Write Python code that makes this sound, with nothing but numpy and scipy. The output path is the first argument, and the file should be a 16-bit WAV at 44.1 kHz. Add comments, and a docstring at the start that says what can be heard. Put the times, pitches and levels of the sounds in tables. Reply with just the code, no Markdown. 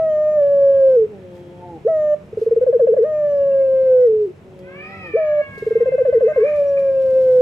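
"""A long falling coo opens the scene: a collared dove, close by, goes on with short notes and rolls of quick hoots.
One sliding sine rings through a crop resonance; tense high notes leak overtones. Feathers rustle as shaped noise.
Between phrases the dove draws air with a soft nasal groan, a harmonic buzz through chest and nose resonances.
Further off an animal gives one long cat-like wail, hoarse harmonics with a strong echo behind them.
Below lies a street, low banded noise with wavering motor hum; small noisy clicks dot the scene."""
import sys
import numpy as np
from scipy import signal
from scipy.io import wavfile
from scipy.ndimage import uniform_filter1d, minimum_filter1d

SR = 44100
rng = np.random.default_rng(int(sys.argv[2]) if len(sys.argv) > 2 else 0)


def pcm_store(signal):
    """Save signal as 16-bit PCM."""
    levels = np.round(np.clip(np.atleast_2d(signal), -1, 1) * 32767)
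    wavfile.write(sys.argv[1], SR, levels.astype(np.int16).T)


N = 326781
TIME = np.arange(N) / SR   # seconds


def from_db(db):
    """Decibels to gain."""
    return 10 ** (np.asarray(db) / 20)


def rms_one(x):
    """Scale to unit power."""
    return x / np.sqrt(np.mean(x ** 2) + 1e-20)


def in_time(rows):
    """Each column of a curve at every sample; the first column is seconds."""
    seconds, *columns = np.transpose(sorted(map(tuple, rows)))
    return [np.interp(TIME, seconds, column) for column in columns]


def at_hz(points, hz):
    """Read a spectrum on a log-frequency axis."""
    f, value = np.transpose(points)
    return np.interp(np.log(hz), np.log(f), value)


def drift(rate_hz):
    """Slow chance with spread 1: noise through two equal one-pole lowpasses at rate_hz."""
    step = 40   # computed at every 40th sample, then interpolated
    r = np.exp(-2 * np.pi * step * rate_hz / SR)
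    noise = rng.standard_normal(N // step + 2002)
    slow = signal.lfilter([1], [1, -2 * r, r * r], noise)[2000:]   # skip the filter's start
    return np.interp(np.arange(N) / step, np.arange(len(slow)), rms_one(slow))


def gate(spans, edge_s):
    """1 inside the spans, 0 outside, with rounded edges."""
    on = np.zeros(N)
    for start, end in spans:
        on[max(0, int(start * SR)):int(end * SR)] = 1
    width = max(2, int(edge_s * SR))
    return uniform_filter1d(uniform_filter1d(on, width), width)


def swell(middle_s, half_s):
    """A bell-shaped rise and fall of height 1."""
    return np.exp(-((TIME - middle_s) / half_s) ** 2)


def phase_of(hz):
    """Running phase of an oscillator."""
    return 2 * np.pi * np.cumsum(hz) / SR


def harmonics(hz, phase, spectrum, orders, flutter_db):
    """Harmonics of a pitch track through fixed resonances, each fluttering a little."""
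    total = 0
    for k in orders:
        level_db = at_hz(spectrum, k * hz) + flutter_db * drift(12)
        total = total + from_db(level_db) * np.sin(k * phase)
    return np.sqrt(2) * total


def resonance(x, hz, width_hz):
    """Two-pole resonance with gain 1 on top."""
    r = np.exp(-np.pi * width_hz / SR)
    zeros = np.array([1, 0, -1]) * (1 - r * r) / 2
    poles = [1, -2 * r * np.cos(2 * np.pi * hz / SR), r * r]
    return signal.lfilter(zeros, poles, x + 1e-18)


# How alike left and right are in the noise beds. Each row: frequency in Hz, likeness (1 is mono).
STEREO_LIKENESS = [(30, 0.18), (400, 1), (1000, 0.2), (2200, 0.079), (5000, 0.44), (14000, 0.65)]


def banded_noise(spectrum, patchy_db):
    """Half-octave bands of stereo noise, each with its own flicker and likeness; rms 1."""
    edges = 22 * 2 ** np.arange(0, 9.6, .5)   # Hz
    out, white = 0, rng.standard_normal((2, 2, N))
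    for k, (low, high) in enumerate(zip(edges, edges[1:])):
        if high < spectrum[0][0]:
            continue
        band = signal.butter(2, [low, high], "band", fs=SR, output="sos")
        mid, side = signal.sosfilt(band, white[k % 2])   # neighbouring bands use different noise
        hz = np.sqrt(low * high)
        alike = np.clip(at_hz(STEREO_LIKENESS, hz), -1, 1)
        stereo = np.sqrt(1 + alike) * mid + np.sqrt(1 - alike) * side * [[1], [-1]]
        out = out + from_db(at_hz(spectrum, hz) + patchy_db * drift(12)) * stereo
    return rms_one(out)


def reverb(x, t60_s, alike):
    """Dense reflections that die away, partly shared by the two microphones."""
    t = np.arange(SR) / SR
    decay = from_db(-60 * t / t60_s) * (t > .004)   # nothing for the first 4 ms
    mid, side = rng.standard_normal((2, SR)) * decay
    alike = np.clip(alike, 0, 1)
    tails = np.sqrt(1 + alike) * mid + np.sqrt(1 - alike) * side * [[1], [-1]]
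    return signal.fftconvolve(x[None], tails / np.sqrt(np.sum(tails[0] ** 2)), axes=1)[:, :N]


def placed(x, right_lead_ms, left_louder_db):
    """A source reaches the two microphones at slightly different times and levels."""
    half_lag_s = right_lead_ms / 2000
    return np.array([np.interp(TIME - side * half_lag_s, TIME, x) * from_db(side * left_louder_db / 2)
                     for side in (1, -1)])


def sounding(calls, join_s=.006):
    """The spans in which the voice is on; calls that touch run into each other without a break."""
    spans = []
    for start, end in sorted((call[0][0], call[-1][0]) for call in calls):
        if spans and start - spans[-1][1] < join_s:
            start = spans.pop()[0]
        spans.append((start, end))
    return spans


# Long coos, sinking overall; the first two end in a low tail.
# One list per coo. Each row: time in seconds, pitch in Hz, tone level in dB.
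LONG_COOS = [
    [(0.0, 650, -13.5), (0.008, 649, -18), (0.152, 608.5, -15.5), (0.306, 609.7, -16.5), (0.36, 605.4, -15),
     (0.424, 570.4, -11.5), (0.788, 545.5, -12.5), (0.878, 531.8, -8.5), (0.952, 511.6, -11),
     (0.976, 464.5, -9), (0.996, 449.4, -13.5), (1.044, 427, -15.5), (1.06, 444, -19)],
    [(3.003, 433, -16), (3.035, 486, -11.5), (3.049, 598, -17), (3.067, 623, -19.5), (3.399, 560.5, -15),
     (3.701, 530, -14.5), (3.845, 524.6, -12.5), (4.047, 494.8, -8.5), (4.087, 442, -14),
     (4.213, 423.5, -15), (4.253, 408.4, -17.5), (4.283, 349, -28), (4.31, 375, -33)],
    [(6.4, 432, -12), (6.424, 431, -9), (6.43, 452.5, -6.5), (6.444, 553, -13.5), (6.474, 602, -18.5),
     (6.564, 589, -18), (6.622, 568, -13), (6.644, 566, -18), (6.726, 558.2, -15.5), (7.004, 531.7, -14.5),
     (7.148, 521.2, -14.5), (7.164, 526.2, -12.5), (7.41, 502.2, -10.5)],
]
# Quick downward hoots. Each row: start in seconds, length in seconds, lowest pitch in Hz, effort in dB.
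QUICK_HOOTS = [(2.329, 0.0076, 441, -15.5), (2.373, .019, 389, -6.5), (2.416, .018, 434.3, -5),
               (2.464, .02, 433.6, -3.5), (2.512, .022, 441, -0.5), (2.563, .023, 434, -1.5),
               (2.612, .027, 502, 0.5), (2.666, .035, 458, 2.5), (2.728, 0.039, 457, 1),
               (2.795, .054, 454, 1), (2.871, .039, 428, 2), (2.966, 0.048, 426, 1),
               (5.577, 0.0064, 420, -17), (5.624, 0.0083, 418, -5), (5.666, .018, 425, -5),
               (5.708, .02, 429, -5), (5.755, .021, 431, -1.5), (5.804, .026, 450.6, -2.5),
               (5.858, 0.033, 493.5, -1), (5.92, .034, 494.4, -1.5), (5.981, .041, 495, -2),
               (6.052, .047, 485, -1), (6.127, .054, 449, 0), (6.208, .041, 444.4, 0.5),
               (6.361, .042, 418, 0)]
# Short notes that scoop up, then sag. Each row: start in seconds, length in seconds, scoop in seconds,
# top pitch in Hz before the sag, effort in dB, level offset at the start in dB.
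SHORT_NOTES = [(1.85, .294, .033, 664.3, .5, -9.5), (2.91, 0.032, 0.036, 620.6, 3.5, -2),
               (5.138, .276, .034, 655.4, -0.5, -5), (6.245, 0.077, .042, 624.5, -0.5, 4.5)]
# Overtones that leak through the closed beak at full tension. Each row: frequency in Hz, level in dB rms.
BEAK_OVERTONES = [(900, -59), (1080, -54.5), (1250, -45), (1600, -52.5), (1900, -49.5), (2200, -73),
                  (2750, -71), (3500, -84), (5000, -84), (5700, -77.5), (6600, -82)]
CROP_DB, GLIDE_S, STOP_S = -11, .003, .0036
AIR_DB, AIR_FULL_AT_DB, AIR_GROWTH = -66, -10.5, 1.8   # growth: dB of air per dB of voice below full


def coo(edge_s=0.0032, jitter=0.0024, shimmer_db=0.97, crop_hz=465, crop_width_hz=20,
        leak_hz=485, leak_range_hz=80, whistle_hz=6700, whistle_width_hz=330, whistle_db=-67):
    """One syrinx sings hoots and held notes; the inflated crop favours the fundamental and rings on."""
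    calls = list(LONG_COOS)
    calls += [hoot(*row) for row in QUICK_HOOTS]
    calls += [short_note(*row) for row in SHORT_NOTES]
    # the muscles smooth every change of pitch and level
    tracks = np.array(in_time([point for call in calls for point in call]))
    hz, level_db = uniform_filter1d(tracks, max(1, int(GLIDE_S * SR)))
    hz = hz * (1 + jitter * drift(63))
    phase, voiced = phase_of(hz), gate(sounding(calls), edge_s)
    # the membranes start at once but take a few cycles to stop
    keep = np.exp(-1 / (STOP_S * SR))
    voiced = np.maximum(voiced, signal.lfilter([1 - keep], [1, -keep], voiced + 1e-18))
    tone = np.sqrt(2) * voiced * from_db(level_db + shimmer_db * drift(15)) * np.sin(phase)
    crop = from_db(CROP_DB) * resonance(tone, crop_hz, crop_width_hz)
    # overtones appear only when the membranes are tense and the pitch is high
    tension = np.clip((hz - leak_hz) / leak_range_hz + .5, 0, 1)
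    overtones = harmonics(hz, phase, BEAK_OVERTONES, range(2, 4), flutter_db=1.0)
    overtones += harmonics(hz, phase, BEAK_OVERTONES, range(4, 11), flutter_db=6.0)
    # one high overtone whistles while it crosses a narrow resonance of the beak
    order = 11
    whistle = np.sqrt(2) * from_db(whistle_db + 2 * drift(20)) * np.sin(order * phase)
    overtones += whistle / np.hypot(1, 2 * (order * hz - whistle_hz) / whistle_width_hz)
    air = voiced * from_db(AIR_DB + AIR_GROWTH * np.minimum(level_db - AIR_FULL_AT_DB, 0))
    return tone + crop, voiced * tension * overtones, air


# Grainy rustles as the bird shifts. Each row: middle in seconds, half length in seconds, level in dB.
FEATHER_RUSTLES = [(0.04, .15, -69.5), (.52, .1, -72), (.93, .05, -63.5), (1.37, .05, -64),
                   (2.42, .055, -58), (4.021, 0.041, -62.5), (4.24, .06, -69), (4.98, .22, -69),
                   (5.65, .13, -60.5), (6.55, .3, -61.5), (7.25, .22, -57.5)]
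# Small noisy clicks, several at the loudest moments of the voice. Each row: start in seconds, level in dB.
VOICE_AND_BACKGROUND_CLICKS = [(2.691, -58), (3.027, -60.5), (4.069, -59), (4.59, -56), (5.069, -61),
                               (5.58, -53), (5.81, -70), (6.561, -56.5), (6.79, -55.5), (7.018, -57)]
# Relative colour of rustle, air and clicks. Each row: frequency in Hz, density in dB per Hz.
RUSTLE_COLOUR = [(800, 2.5), (2500, 4), (4000, 4.5), (7000, -3), (10000, -6.5), (15000, -10)]


def rustle_air_and_clicks(air, click_s=0.011, grain_db=3):
    """One noise shaped by swells for feathers, by the voice for its air, and by short decays for clicks."""
    rustle = sum(from_db(db) * swell(s, half_s) for s, half_s, db in FEATHER_RUSTLES)
    strength = np.hypot(rustle, air) * from_db(grain_db * drift(120))
    for s, db in VOICE_AND_BACKGROUND_CLICKS:
        at = int(s * SR)
        strength[at:] += from_db(db) * np.exp(-TIME[:N - at] / click_s)
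    return strength * banded_noise(RUSTLE_COLOUR, patchy_db=0.5)


# Relative colour of the street noise. Each row: frequency in Hz, density in dB per Hz.
STREET_COLOUR = [(25, -23.5), (42, -12.5), (62, -11), (100, -8.5), (125, -0.5), (190, -2.5), (260, -7),
                 (450, -5), (800, -16.5), (1400, -22.5), (2500, -24), (3800, -36), (7000, -40),
                 (15000, -52.5)]
# Motors in the street. Each row: centre pitch in Hz, mid level in dB against the street level.
MOTOR_HUM = [(64, -17.5), (80, -17.5), (99.8, -8.5), (145, -9.5), (190, -9.5)]
# Level of the low background noise over time. Each row: time in seconds, level in dB.
BACKGROUND_LEVEL = [(0.0, -44), (3.91, -44.5), (4.19, -46), (5.1, -44.5), (5.18, -49.5), (5.61, -42),
                    (6.21, -44.5), (7.1, -43)]
STREET_LEVEL_DB = -0.3   # overall level of the street, added to its curve


def street():
    """Low traffic noise and sines of motor hum that waver in pitch and level."""
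    level_db, = in_time(BACKGROUND_LEVEL)
    hum = 0
    for hz, db in MOTOR_HUM:
        loudness = from_db(db + 4.7 * drift(28))
        hum = hum + np.sqrt(2) * loudness * np.sin(phase_of(hz * (1 + .03 * drift(7))))
    noise = banded_noise(STREET_COLOUR, patchy_db=.6)
    noise = signal.sosfilt(signal.butter(2, 56, "high", fs=SR, output="sos"), noise)
    return from_db(STREET_LEVEL_DB + level_db) * (noise + hum)


# The dove's groans as it draws air. Each row: start in seconds, length in seconds, first pitch in Hz,
# held pitch in Hz, strongest pull at seconds, pitch lift there in Hz, chest level in dB before its colour,
# dB added to the chest by the first gasp.
INDRAWN_GROANS = [(1.091, .7, 225.4, 175.4, 1.67, 4.4, -49.5, 8),
                  (4.445, .67, 193.4, 182.7, 4.95, 13, -49, -2.5)]
# Chest colour. Each row: frequency in Hz, level of a harmonic in dB.
CHEST_COLOUR = [(170, -3.5), (350, 7), (550, 5), (720, -33.5), (1000, -46), (3000, -44.5)]
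# Nose colour. Each row: frequency in Hz, level of a harmonic in dB.
NOSE_COLOUR = [(170, -39), (550, -28), (700, -5.5), (800, 8.5), (880, 2), (1020, -31), (1300, -40),
               (3000, -12)]
GROAN_SETTLE_S, GROAN_DROOP_HZ, GROAN_DROOP_S = 0.074, 30, 0.054
NOSE_REST_DB, NOSE_OPEN_DB, PULL_S = -66, 22, 0.12   # the nose opens around the strongest pull


def groan(start, length, first_hz, held_hz, pull_s, lift_hz, chest_db, gasp_db, jitter=.005,
          hiss_hz=3250, hiss_width_hz=120, hiss_db=-68, count=12):
    """Indrawn air buzzes, settles, lifts and droops through chest and nose, and hisses in the nostrils."""
    t, pull = np.clip(TIME - start, 0, length), swell(pull_s, PULL_S)
    gasp = np.exp(-t / GROAN_SETTLE_S)
    droop_hz = GROAN_DROOP_HZ * np.exp((t - length) / GROAN_DROOP_S)
    hz = held_hz + (first_hz - held_hz) * gasp + lift_hz * pull - droop_hz
    hz = hz * (1 + jitter * drift(72))
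    phase, orders = phase_of(hz), range(1, count + 1)
    chest = harmonics(hz, phase, CHEST_COLOUR, orders[:count // 2], flutter_db=2.0)
    chest = from_db(chest_db + gasp_db * gasp) * chest
    nose = harmonics(hz, phase, NOSE_COLOUR, orders, flutter_db=3.5)
    nose = from_db(NOSE_REST_DB + NOSE_OPEN_DB * pull) * nose
    hiss = rms_one(resonance(rng.standard_normal(N), hiss_hz, hiss_width_hz))
    hiss = from_db(hiss_db) * np.sin(np.pi * t / length) * hiss
    return gate([(start, start + length)], edge_s=0.012) * (chest + nose) + hiss


# Loudest where the pitch meets the crop's resonance; hoots use it too.
# Each row: pitch in Hz, level in dB.
CROP_LOUDNESS = [(380, -19.5), (420, -16), (455, -9), (490, -8.5), (530, -15), (570, -12.5), (610, -18),
                 (660, -15.5)]
SCOOP_FROM_HZ, SCOOP_CURVE, NOTE_ATTACK_S = 425, 2.7, 0.02
SAG_SHARE, SAG_S = .112, .1   # how far and how quickly a held pitch sinks


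def short_note(s, length, scoop_s, top_hz, effort_db, soft_db):
    """A quickening scoop to the top pitch, then a slow sag: rows of (s, Hz, dB)."""
    t = np.linspace(0, length, num=100)
    hz = SCOOP_FROM_HZ + (top_hz - SCOOP_FROM_HZ) * np.minimum(t / scoop_s, 1) ** SCOOP_CURVE
    hz = hz * (1 - SAG_SHARE * (1 - np.exp(-np.maximum(t - scoop_s, 0) / SAG_S)))
    attack_db = np.interp(t, [0, NOTE_ATTACK_S], [soft_db, 0])
    return np.transpose([s + t, hz, effort_db + attack_db + at_hz(CROP_LOUDNESS, hz)])


# Pitch at the start of a hoot: longer hoots start higher. Each row: length in seconds, pitch in Hz.
HOOT_START_PITCH = [(.015, 445), (.023, 482.3), (.031, 540), (.043, 588)]
HOOT_FALL_S = 0.035   # the slide takes at most this long
HOOT_ATTACK_S, HOOT_ATTACK_DB = .007, -4   # each hoot starts this much softer


def hoot(s, length, low_hz, effort_db):
    """A slide from a start that is higher the longer the hoot: rows of (s, Hz, dB)."""
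    t = np.linspace(0, length, num=24)
    start_hz = np.interp(length, *np.transpose(HOOT_START_PITCH))
    hz = np.interp(t, [0, min(length, HOOT_FALL_S)], [start_hz, low_hz])
    attack_db = np.interp(t, [0, HOOT_ATTACK_S], [HOOT_ATTACK_DB, 0])
    return np.transpose([s + t, hz, effort_db + attack_db + at_hz(CROP_LOUDNESS, hz)])


# The far wail. Each row: time in seconds, pitch in Hz, level in dB before throat colour and distance.
WAIL_LINE = [(4.619, 483, -64), (4.69, 516.6, -47), (4.8, 592, -40), (4.95, 666.3, -36),
             (5.099, 595.7, -39.5), (5.278, 563.4, -41), (5.849, 525.6, -44), (6.12, 512.6, -50),
             (6.3, 518.3, -46), (6.39, 533, -41), (6.489, 607.5, -42.5), (6.601, 596, -57)]
# Throat colour. Each row: frequency in Hz, level of a harmonic in dB.
THROAT_COLOUR = [(520, -22.5), (1050, -3), (1300, -1), (1600, 0), (1900, -6), (2200, -1), (2450, 4.5),
                 (2700, -16), (3200, -22.5), (3700, -32), (4300, -31.5)]
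# Air rasping through the wailing throat. Each row: frequency in Hz, width in Hz, relative level in dB.
HOARSE_AIR = [(1260, 200, -3), (1940, 180, -1.5), (2220, 140, 2.5)]
HOARSE_DB, WAIL_DIRECT_DB, WAIL_ECHO_DB = -7, -2, -4.5
WAIL_ROUGH_START, WAIL_ROUGH_MIDDLE, WAIL_ROUGH_END = .62, .14, 0.99   # roughness 0-1
WAIL_CLEARS_S, WAIL_BREAKS_S = .7, .45   # clears this long after its start, breaks up this long before its end
YELP_S, YELP_LENGTH_S, YELP_DB = 6.78, .01, -44   # a last hoarse catch after the wail


def wail(jitter=.018, rasp=0.23, second_db=9, count=8):
    """A far cry of throat harmonics, hoarse and fuller at both ends, with a strong echo behind it."""
    hz, level_db = in_time(WAIL_LINE)
    start, end = WAIL_LINE[0][0], WAIL_LINE[-1][0]
    rough = np.interp(TIME, [start, start + WAIL_CLEARS_S, end - WAIL_BREAKS_S, end - WAIL_BREAKS_S / 2],
                      [WAIL_ROUGH_START, WAIL_ROUGH_MIDDLE, WAIL_ROUGH_MIDDLE, WAIL_ROUGH_END])
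    hz = hz * (1 + jitter * rough * drift(70))
    phase = phase_of(hz)
    low = harmonics(hz, phase, THROAT_COLOUR, range(1, 3), flutter_db=1.5)
    low = from_db(second_db * (rough - 1.0)) * low
    cry = low + harmonics(hz, phase, THROAT_COLOUR, range(3, count + 1), flutter_db=3.0)
    puffs = rng.standard_normal(N) * (1 + np.cos(phase))   # air pulses with each cycle
    breath = rms_one(sum(from_db(db) * resonance(resonance(puffs, f, width), f, width)
                         for f, width, db in HOARSE_AIR))
    cry = cry * (1 + rasp * rough * drift(160))   # uneven cycles rasp
    cry = cry + from_db(HOARSE_DB) * rough * breath
    envelope = from_db(level_db) * gate([(start, end)], edge_s=.02)
    cry = cry * (envelope + from_db(YELP_DB) * swell(YELP_S, YELP_LENGTH_S))
    direct = from_db(WAIL_DIRECT_DB) * placed(cry, right_lead_ms=-0.14, left_louder_db=-1.5)
    return direct + from_db(WAIL_ECHO_DB) * reverb(cry, t60_s=0.6, alike=0.36)


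PORCH_DB, PORCH_BUZZ_DB, PORCH_T60_S, PORCH_LIKENESS = -18.5, -10, .33, .35
NOOK_HZ, NOOK_WIDTH_HZ, NOOK_DB = 596, 8, -17


def scene():
    """The dove sways close to the microphones under a small roof, the rest lies behind it."""
    tone, overtones, air = coo()
    buzz = overtones + sum(groan(*row) for row in INDRAWN_GROANS)
    dove = placed(tone + buzz, right_lead_ms=0.056 + 0.011 * drift(0.99), left_louder_db=.5 * drift(0.49))
    porch = from_db(PORCH_DB) * reverb(tone, PORCH_T60_S, PORCH_LIKENESS)
    porch = porch + from_db(PORCH_BUZZ_DB) * reverb(buzz, PORCH_T60_S, PORCH_LIKENESS)
    # a standing wave under the roof sings on after notes near its pitch
    standing = resonance(tone, NOOK_HZ, NOOK_WIDTH_HZ)
    nook = from_db(NOOK_DB) * placed(standing, right_lead_ms=0, left_louder_db=-8.5)
    return dove + porch + nook + rustle_air_and_clicks(air) + street() + wail()


def record(dry):
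    """A fast limiter holds the peaks; a steep lowpass cuts the top."""
    ceiling, hold = .505, int(.006 * SR)   # full scale is 1; hold in samples
    gain = ceiling / np.maximum(np.abs(dry).max(axis=0), ceiling)
    limited = dry * uniform_filter1d(minimum_filter1d(gain, 2 * hold), hold)
    lowpass = signal.cheby2(12, 70, 16740, fs=SR, output="sos")   # 70 dB down from 16740 Hz
    return signal.sosfilt(lowpass, limited)


dry = scene()
out = record(dry)
pcm_store(out)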